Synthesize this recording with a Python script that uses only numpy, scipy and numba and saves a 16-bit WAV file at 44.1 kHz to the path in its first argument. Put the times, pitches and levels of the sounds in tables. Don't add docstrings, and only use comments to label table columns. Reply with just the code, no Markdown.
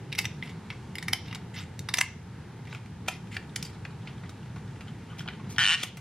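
import sys
import numpy as np
from scipy import signal
from scipy.fft import rfft, irfft, next_fast_len
from scipy.io import wavfile
from scipy.ndimage import uniform_filter1d, map_coordinates
from numba import njit

SR = 44100
rng = np.random.default_rng(int(sys.argv[2]) if len(sys.argv) > 2 else 0)


def dump_mix(stems):
    frames = np.atleast_2d(stems).T
    limited = np.clip(frames, -1, 1)
    pcm = np.round(limited * 32767).astype(np.int16)
    wavfile.write(sys.argv[1], SR, pcm)


N = 264712
SIZE = 4096
HZ, T = np.fft.rfftfreq(SIZE, 1 / SR), np.arange(SIZE) / SR

# f/Hz, width/Hz, level/dB
LEG_MODES = [(1040, 360, -8.5), (1223, 54, -7), (2115, 186, 5.5), (2333, 68, 2), (2680, 280, -4),
             (3860, 120, -4), (4930, 72, -2.5), (5610, 1050, -0.5), (7180, 980, -5), (10680, 1040, -7.5),
             (12850, 1000, -9.5)]
# f/Hz, width/Hz, level/dB
OPEN_MODES = [(770, 180, -9.5), (1107, 57, -6), (1442, 124, -0.5), (1820, 128, 1.5), (2310, 210, -6),
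              (2940, 200, 5), (3130, 265, 0.5), (3690, 90, -7), (4090, 75, -12.5), (4560, 60, -14.5),
              (5620, 160, -17), (6500, 7200, -28.5), (9250, 990, -24)]


def undb(db):
    return 10 ** (np.asarray(db) / 20)


def level(x, db):
    return x * undb(db) / np.sqrt(np.mean(x ** 2))


def add(out, start_s, x):
    i = int(start_s * SR)
    out[i:i + len(x)] += x[:N - i]


def walk(rate_hz):
    hold = int(SR / rate_hz)
    steps = np.repeat(rng.standard_normal(N // hold + 1), hold)
    return uniform_filter1d(uniform_filter1d(steps, hold), hold)[:N]


def grit(per_s, spread_db):
    hits = rng.random(SIZE) < per_s / SR
    strength = undb(spread_db * rng.exponential(1, SIZE))
    return (hits * strength + 1e-4) * rng.standard_normal(SIZE)


def body(modes, scatter_db=0):
    out = 0
    for k, (hz, width_hz, db) in enumerate(modes):
        gain = (-1) ** k * undb(db + scatter_db * rng.standard_normal())
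        centre_hz = hz * (1 + .012 * rng.standard_normal())
        damping = 1j * HZ * width_hz
        out = out + gain * damping / (centre_hz ** 2 - HZ ** 2 + damping)
    return out / (1 + (620 / (HZ + 1)) ** 6)


def ring(push, response, low_db, high_db):
    low, high = 1 / (1 + (HZ / 1500) ** 6), 1 - 1 / (1 + (HZ / 4500) ** 8)
    out = 0
    for weight, db in ((low, low_db), (1 - low - high, 0), (high, high_db)):
        part = irfft(rfft(push) * response * weight)
        out = out + undb(db) * part / np.sqrt(np.sum(part ** 2) * 1000 / SR)
    return out


def air_noise(spectrum, rms_db):
    size = next_fast_len(N)
    hz = np.fft.rfftfreq(size, 1 / SR)[1:]
    knot_hz, knot_db = np.transpose(spectrum)
    colour = undb(np.interp(np.log(hz), np.log(knot_hz), knot_db, -90, -90))
    air = rfft(rng.standard_normal(size))[1:] * colour
    out, swell_db = 0, .8 * walk(.66)
    for octave in np.arange(4, 14.5, .5):
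        share = np.clip(1 - 2 * np.abs(np.log2(hz) - octave), 0, 1)
        out = out + undb(swell_db + 1.2 * walk(6)) * irfft(np.r_[0, air * share], size)[:N]
    return level(out, rms_db)


def fan():
    # f/Hz, relative density/dB
    mid_spectrum = [(12, -60), (26, -18.5), (42, -26.5), (62, -13), (103, 0), (183, -4.5), (278, -16),
                    (445, -18.5), (497, -22.5), (600, -29.5), (914, -21.5), (1020, -28.5), (1590, -28),
                    (1930, -30.5), (11100, -52.5), (15000, -76)]
    # f/Hz, relative density/dB
    side_spectrum = [(12, -67), (20, -41), (247, -3.5), (419, -2.5), (482, -7), (1250, -16.5), (1510, -20),
                     (2500, -27), (2960, -19), (12300, -22.5), (14500, -33), (15800, -49)]
    return air_noise(mid_spectrum, rms_db=-40.5), air_noise(side_spectrum, rms_db=-60.5)


def fractures(events, modes, rise_share, width_hz, pitch_db, bare_db, edge_hz):
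    out = np.zeros(N)
    peak_s, medium_db = .02, -24
    ms = (T - peak_s) * 1000
    bare_crack = undb(bare_db) * 1j * HZ / (700 + 1j * HZ) / (1 + 1j * HZ / edge_hz) ** 2
    for at_s, db, length_ms, low_db, high_db, hz, second_hz, second_db in events:
        share = np.clip(rise_share + .028 * (db - medium_db), .1, .7)
        rise_ms, fade_ms = max(share * length_ms, .3), max((1 - share) * length_ms - .8, .4)
        envelope = np.exp(-np.where(ms < 0, (abs(ms) / rise_ms) ** 1.46, (abs(ms) / fade_ms) ** .69))
        piece = body(modes, scatter_db=2) + bare_crack
        piece += body([(hz, width_hz, pitch_db)]) + body([(second_hz, width_hz, second_db)])
        top_cut_hz = 23000 * 2 ** ((db + high_db - medium_db) / 25)
        piece /= 4.5 + (HZ / top_cut_hz) ** 6
        main_break = 1.17 * np.exp(-(ms / .044) ** 2)
        push = (grit(18000, 1) + main_break) * envelope
        add(out, at_s - .0005 - peak_s, undb(db) * ring(push, piece, low_db, high_db))
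    return out


def snips():
    # t/s, level/dB, length/ms, low band/dB, high band/dB, f1/Hz, f2/Hz, f2 level/dB
    bites = [(0.1205, -33.5, 5, -27, -17, 2800, 3750, 2), (0.1285, -23, 4.4, -35, -15, 2340, 2620, 3),
             (0.1518, -31, 2.4, -23, -9, 2200, 2750, 5), (0.1565, -36, 3.1, -22, -4.5, 2680, 5830, 8),
             (0.1912, -14.5, 10.5, -11.5, -3.5, 2650, 2200, 8), (0.2456, -32.5, 2.7, -2, -7, 2400, 2750, 6),
             (0.2555, -20.5, 5.4, -19, -7, 2300, 6000, 10.5),
             (0.4266, -25.5, 3.7, -12, -36, 2080, 2830, -11), (0.4345, -35, 5.5, -9, -16, 2300, 2850, 0),
             (0.474, -42, 5.5, -10, -20, 2200, 2850, 3), (0.4948, -39, 6.3, -21, -10, 2220, 2850, 9),
             (0.7041, -27, 4.9, -9, -18, 2210, 2700, 12), (0.9553, -28, 4, -20, -6.5, 2077, 2670, -8),
             (0.9851, -26, 3.7, -17, -8.5, 2090, 3680, 12.5),
             (1.0278, -28.5, 6.1, -19, -7.5, 1930, 3600, 2),
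             (1.0849, -21.5, 5.6, -7.5, -6.5, 1960, 3700, 3), (1.1349, -14, 4.2, -10, -2, 1960, 3000, 5.5),
             (1.2827, -38.5, 7.9, -8, -12, 3700, 2800, 7), (1.312, -36, 5.8, -8, -20, 2867, 3690, 7),
             (1.3286, -31, 4.0, -8, -15, 2000, 1300, 1), (1.349, -31.5, 4.1, -16, -2, 2240, 2710, 6),
             (1.3567, -34, 2.7, -6, -15, 3650, 1340, 2), (1.793, -36.5, 2.8, -34, 4.5, 2190, 3700, 8),
             (1.8898, -25, 4.7, -4, -4.5, 2060, 3730, 13.5), (1.9415, -17.5, 3.2, -12, -2, 2220, 3540, -1),
             (1.9445, -22, 4.6, -7.5, -0.5, 2160, 3540, 5), (1.973, -30, 6.5, -6, 4, 2230, 990, 5),
             (1.9882, -16.5, 5.6, -7.5, 1, 2180, 6060, 11), (2.0140, -10, 5.2, -6, -4.5, 2070, 2600, 8.5)]
    return fractures(bites, LEG_MODES, rise_share=.33,
                     width_hz=240, pitch_db=10.5, bare_db=-21.5, edge_hz=5100)


def rubs():
    # start/s, length/s, level/dB, high band/dB
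    slides = [(0.121, 0.035, -65, -6), (0.206, 0.035, -53, 9), (0.43, 0.1, -56.5, -11),
              (0.698, 0.06, -60, -16), (1.25, 0.064, -57, -11), (1.541, 0.096, -47.5, -8.5),
              (2.688, 0.097, -58, -8.5), (3.11, 0.046, -52, -5), (3.315, 0.052, -54, -9),
              (3.63, 0.062, -56.5, -2), (4.059, 0.083, -63.5, -23), (5.082, 0.09, -57, -41),
              (5.184, 0.037, -54, -1), (5.295, 0.046, -55, -23), (5.496, 0.054, -54, 7),
              (5.751, 0.13, -42.5, -7)]
    out, opened_s = np.zeros(N), 5
    window = np.sin(np.pi * np.clip(T / .04, 0, 1)) ** 2
    rolloff = 1 + (HZ / 12400) ** 6
    for at_s, length_s, db, high_db in slides:
        modes = LEG_MODES if at_s < opened_s else OPEN_MODES
        low_db = -17 - .52 * high_db
        for offset_s in np.arange(0, length_s, .02):
            slips = grit(3500, 1.2) * window
            response = (body(modes, scatter_db=6.7) + body([(2540, 1800, .5)])) / rolloff
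            grain = level(ring(slips, response, low_db, high_db), db)
            swell = np.sin(np.pi * np.clip((offset_s + .017) / length_s, .12, .88))
            add(out, at_s + offset_s - .01, swell * grain)
    return out


def cracks():
    # t/s, level/dB, length/ms, low band/dB, high band/dB, f1/Hz, f2/Hz, f2 level/dB
    snaps = [(2.6729, -39.5, 8.5, -11, -16, 2065, 2900, -6), (2.7287, -35, 2.56, -2, -22, 1570, 1100, -3),
             (2.7494, -33, 5.3, -6, -16, 2390, 1500, -8), (3.0785, -37, 5.6, -12, -13, 3700, 1900, 9),
             (3.0858, -17.5, 6.9, -5, -6, 2500, 720, 4), (3.328, -36, 11, -18, -13, 2310, 2900, -1),
             (3.3453, -36, 13, -13, -7, 1960, 2910, -6), (3.3686, -22, 4.1, -13, -20, 1800, 2350, 4),
             (3.5618, -23, 4.1, -22, -1, 5670, 4800, 7), (3.6276, -30.5, 2.7, -22, 3, 4980, 5990, -5),
             (3.6508, -36.5, 11, -19, 1, 4730, 5900, -6), (3.8517, -30.5, 5, -5.5, -21, 1900, 2140, -6),
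             (4.0746, -31.5, 8, -12, -22, 2896, 2220, -16), (4.2364, -43, 15, 3, -19, 1920, 1200, -5),
             (4.2948, -43.5, 4.9, 1, 2.5, 3800, 2300, -1), (4.5614, -41, 19, 3.5, -9, 1900, 1100, 7),
             (4.8088, -37, 7.2, -3.5, -11, 2540, 4200, -8), (4.8816, -38.5, 11.3, -8, -17, 2950, 1500, 6),
             (5.1872, -42, 3.56, -8, -25, 2500, 3080, 2), (5.1941, -31.5, 3, -9, -11, 3140, 5140, 11),
             (5.2066, -34, 8.2, -8, -15, 1460, 3180, -2), (5.26, -45, 7.2, 7, -25, 2500, 990, 11),
             (5.2784, -28.5, 3, -6.5, -33, 3040, 1460, -2), (5.2874, -26.5, 3.9, -10, -23, 1950, 3200, -5),
             (5.3363, -41, 8.6, -4, -29, 2930, 1600, -8), (5.398, -44.5, 7.1, 6.5, -25, 2500, 1052, 7),
             (5.5629, -34, 5.2, -11, -14, 2900, 2210, 0), (5.8356, -16, 6.8, -9.5, -2.5, 3410, 2470, 0),
             (5.9717, -36.5, 8.2, -3, -1, 2150, 5840, -9)]
    return fractures(snaps, OPEN_MODES, rise_share=.31,
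                     width_hz=320, pitch_db=9.9, bare_db=-3, edge_hz=9600)


def wet_ticks(count=32, from_s=2.65, to_s=5.55):
    ticks = []
    for when, strength, shape in rng.random((count, 3)):
        at_s = from_s + (to_s - from_s) * when
        db = -50 - 1.5 * np.log(1 - .95 * strength)
        length_ms, hz, second_hz = 5 + 6 * shape, 1800 + 2200 * shape, 900 + 900 * when
        ticks.append((at_s, db, length_ms, -4, -9.5, hz, second_hz, 0))
    return fractures(ticks, OPEN_MODES, rise_share=.31,
                     width_hz=400, pitch_db=5.5, bare_db=-13, edge_hz=9600)


def creak():
    # t/s, force/dB, lower modes/dB, shift of upper modes/%
    prising = [(5.584, -15, 2.5, 2), (5.615, -14.5, 2.5, 3.5), (5.659, -11, -17, -2.5),
               (5.70, -10.5, -12, -2.5), (5.742, -13, -11, -2), (5.756, -17.5, -15, -5.5)]
    # t/s, stick/ms
    sticking = [(5.5842, 8.3), (5.5955, 5.07), (5.6126, 3.93), (5.6626, 11.31), (5.6995, 6.22),
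                (5.757, 5.1)]
    knot_s, *curves = np.transpose(prising)
    low = 1 / (1 + (HZ / 2100) ** 8)
    contact = 1 / (1 + (HZ / 9000) ** 4) / (1 + (800 / (HZ + 1)) ** 4)
    delay_s = .0016 * np.exp(-((np.minimum(HZ, 3500) - 2700) / 1400) ** 2)
    contact = contact * np.exp(-2j * np.pi * np.cumsum(delay_s) * HZ[1])
    ms = T * 1000 - 1
    jerk = np.exp(-(ms / .055) ** 2)
    out, at_s = np.zeros(N), sticking[0][0]
    while at_s < sticking[-1][0]:
        stick_ms = np.interp(at_s, *np.transpose(sticking))
        force_db, lower_db, shift_pct = (np.interp(at_s, knot_s, curve) for curve in curves)
        chatter = .48 * np.gradient(grit(25000, 1)) * (ms > -.5) * np.exp(-ms / 2.2)
        bent = [(hz * (1 + shift_pct / 100 * (hz > 2500)), width, db) for hz, width, db in OPEN_MODES]
        response = (1 - low + low * undb(lower_db)) * body(bent, scatter_db=1) * contact
        slip = ring(jerk + chatter, response, low_db=-10.5, high_db=-9)
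        force = undb(force_db + .36 * rng.standard_normal()) * (stick_ms / 6) ** .33
        add(out, at_s - .0035, force * slip)
        at_s += stick_ms / 1000
    return out


def kitchen(x, stretch=1):
    # f/Hz, T60/s, level/dB
    bands = [(530, 0.31, -30), (903, 0.16, -19.5), (1990, 0.28, -21.5), (2980, 0.36, -23),
             (4840, 0.36, -21), (8300, 0.14, -15), (12800, 0.073, -24)]
    t, tail = np.arange(SR // 2) / SR, 0
    for hz, t60_s, db in bands:
        bandpass = signal.butter(2, [hz / 1.33, hz * 1.43], "band", fs=SR, output="sos")
        noise = level(signal.sosfilt(bandpass, rng.standard_normal(len(t))), db)
        tail = tail + noise * undb(-60 * t / t60_s / stretch) / np.sqrt(t60_s * SR / 14)
    onset = np.clip(t / .0019 - .3, 0, 1)
    return signal.fftconvolve(x, tail * onset)[:N]


def counter(x):
    echoes = rng.standard_normal(1600) * np.exp(-np.arange(1600) / 260)
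    return signal.fftconvolve(x, level(echoes, -41))[:N]


def scene():
    # t/s, lead of left port/us
    lead_us = [(0, -17), (2.1, -23), (3.0, 31), (3.6, 23), (5.5, 66.5), (6, 13)]
    shell = snips() + cracks() + rubs() + creak() + wet_ticks()
    n = np.arange(N)
    shift_samples = np.interp(n / SR, *np.transpose(lead_us)) * 1e-6 * SR / 2
    left, right = (map_coordinates(shell, [n + sign * shift_samples], order=3) for sign in (1, -1))
    apart = 1.15 * (left - right) / 2 + .12 * shift_samples * shell
    apart += counter(shell) + undb(-4) * kitchen(shell, stretch=1.42)
    treble = signal.butter(1, [3600, 17000], "band", fs=SR, output="sos")
    fan_mid, fan_side = fan()
    side = signal.sosfiltfilt(treble, apart) + fan_side
    mid = (left + right) / 2 + kitchen(shell) + fan_mid
    return np.array([mid + side, mid - side])


@njit
def gain_control(peak, attack_s, release_s, threshold, slope):
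    gain, envelope = np.ones(len(peak)), 0.
    for i in range(len(peak)):
        lag_s = attack_s if peak[i] > envelope else release_s
        envelope += (peak[i] - envelope) / (lag_s * SR)
        if envelope > threshold:
            gain[i] = (threshold / envelope) ** slope
    return gain


def record(dry):
    peak = np.abs(dry).max(axis=0)
    gain = gain_control(peak, attack_s=.0071, release_s=.3, threshold=undb(-25), slope=.37)
    lowpass = signal.ellip(10, .2, 80, 15900, fs=SR, output="sos")
    return signal.sosfilt(lowpass, dry * gain)


dry = scene()
out = record(dry)
dump_mix(out)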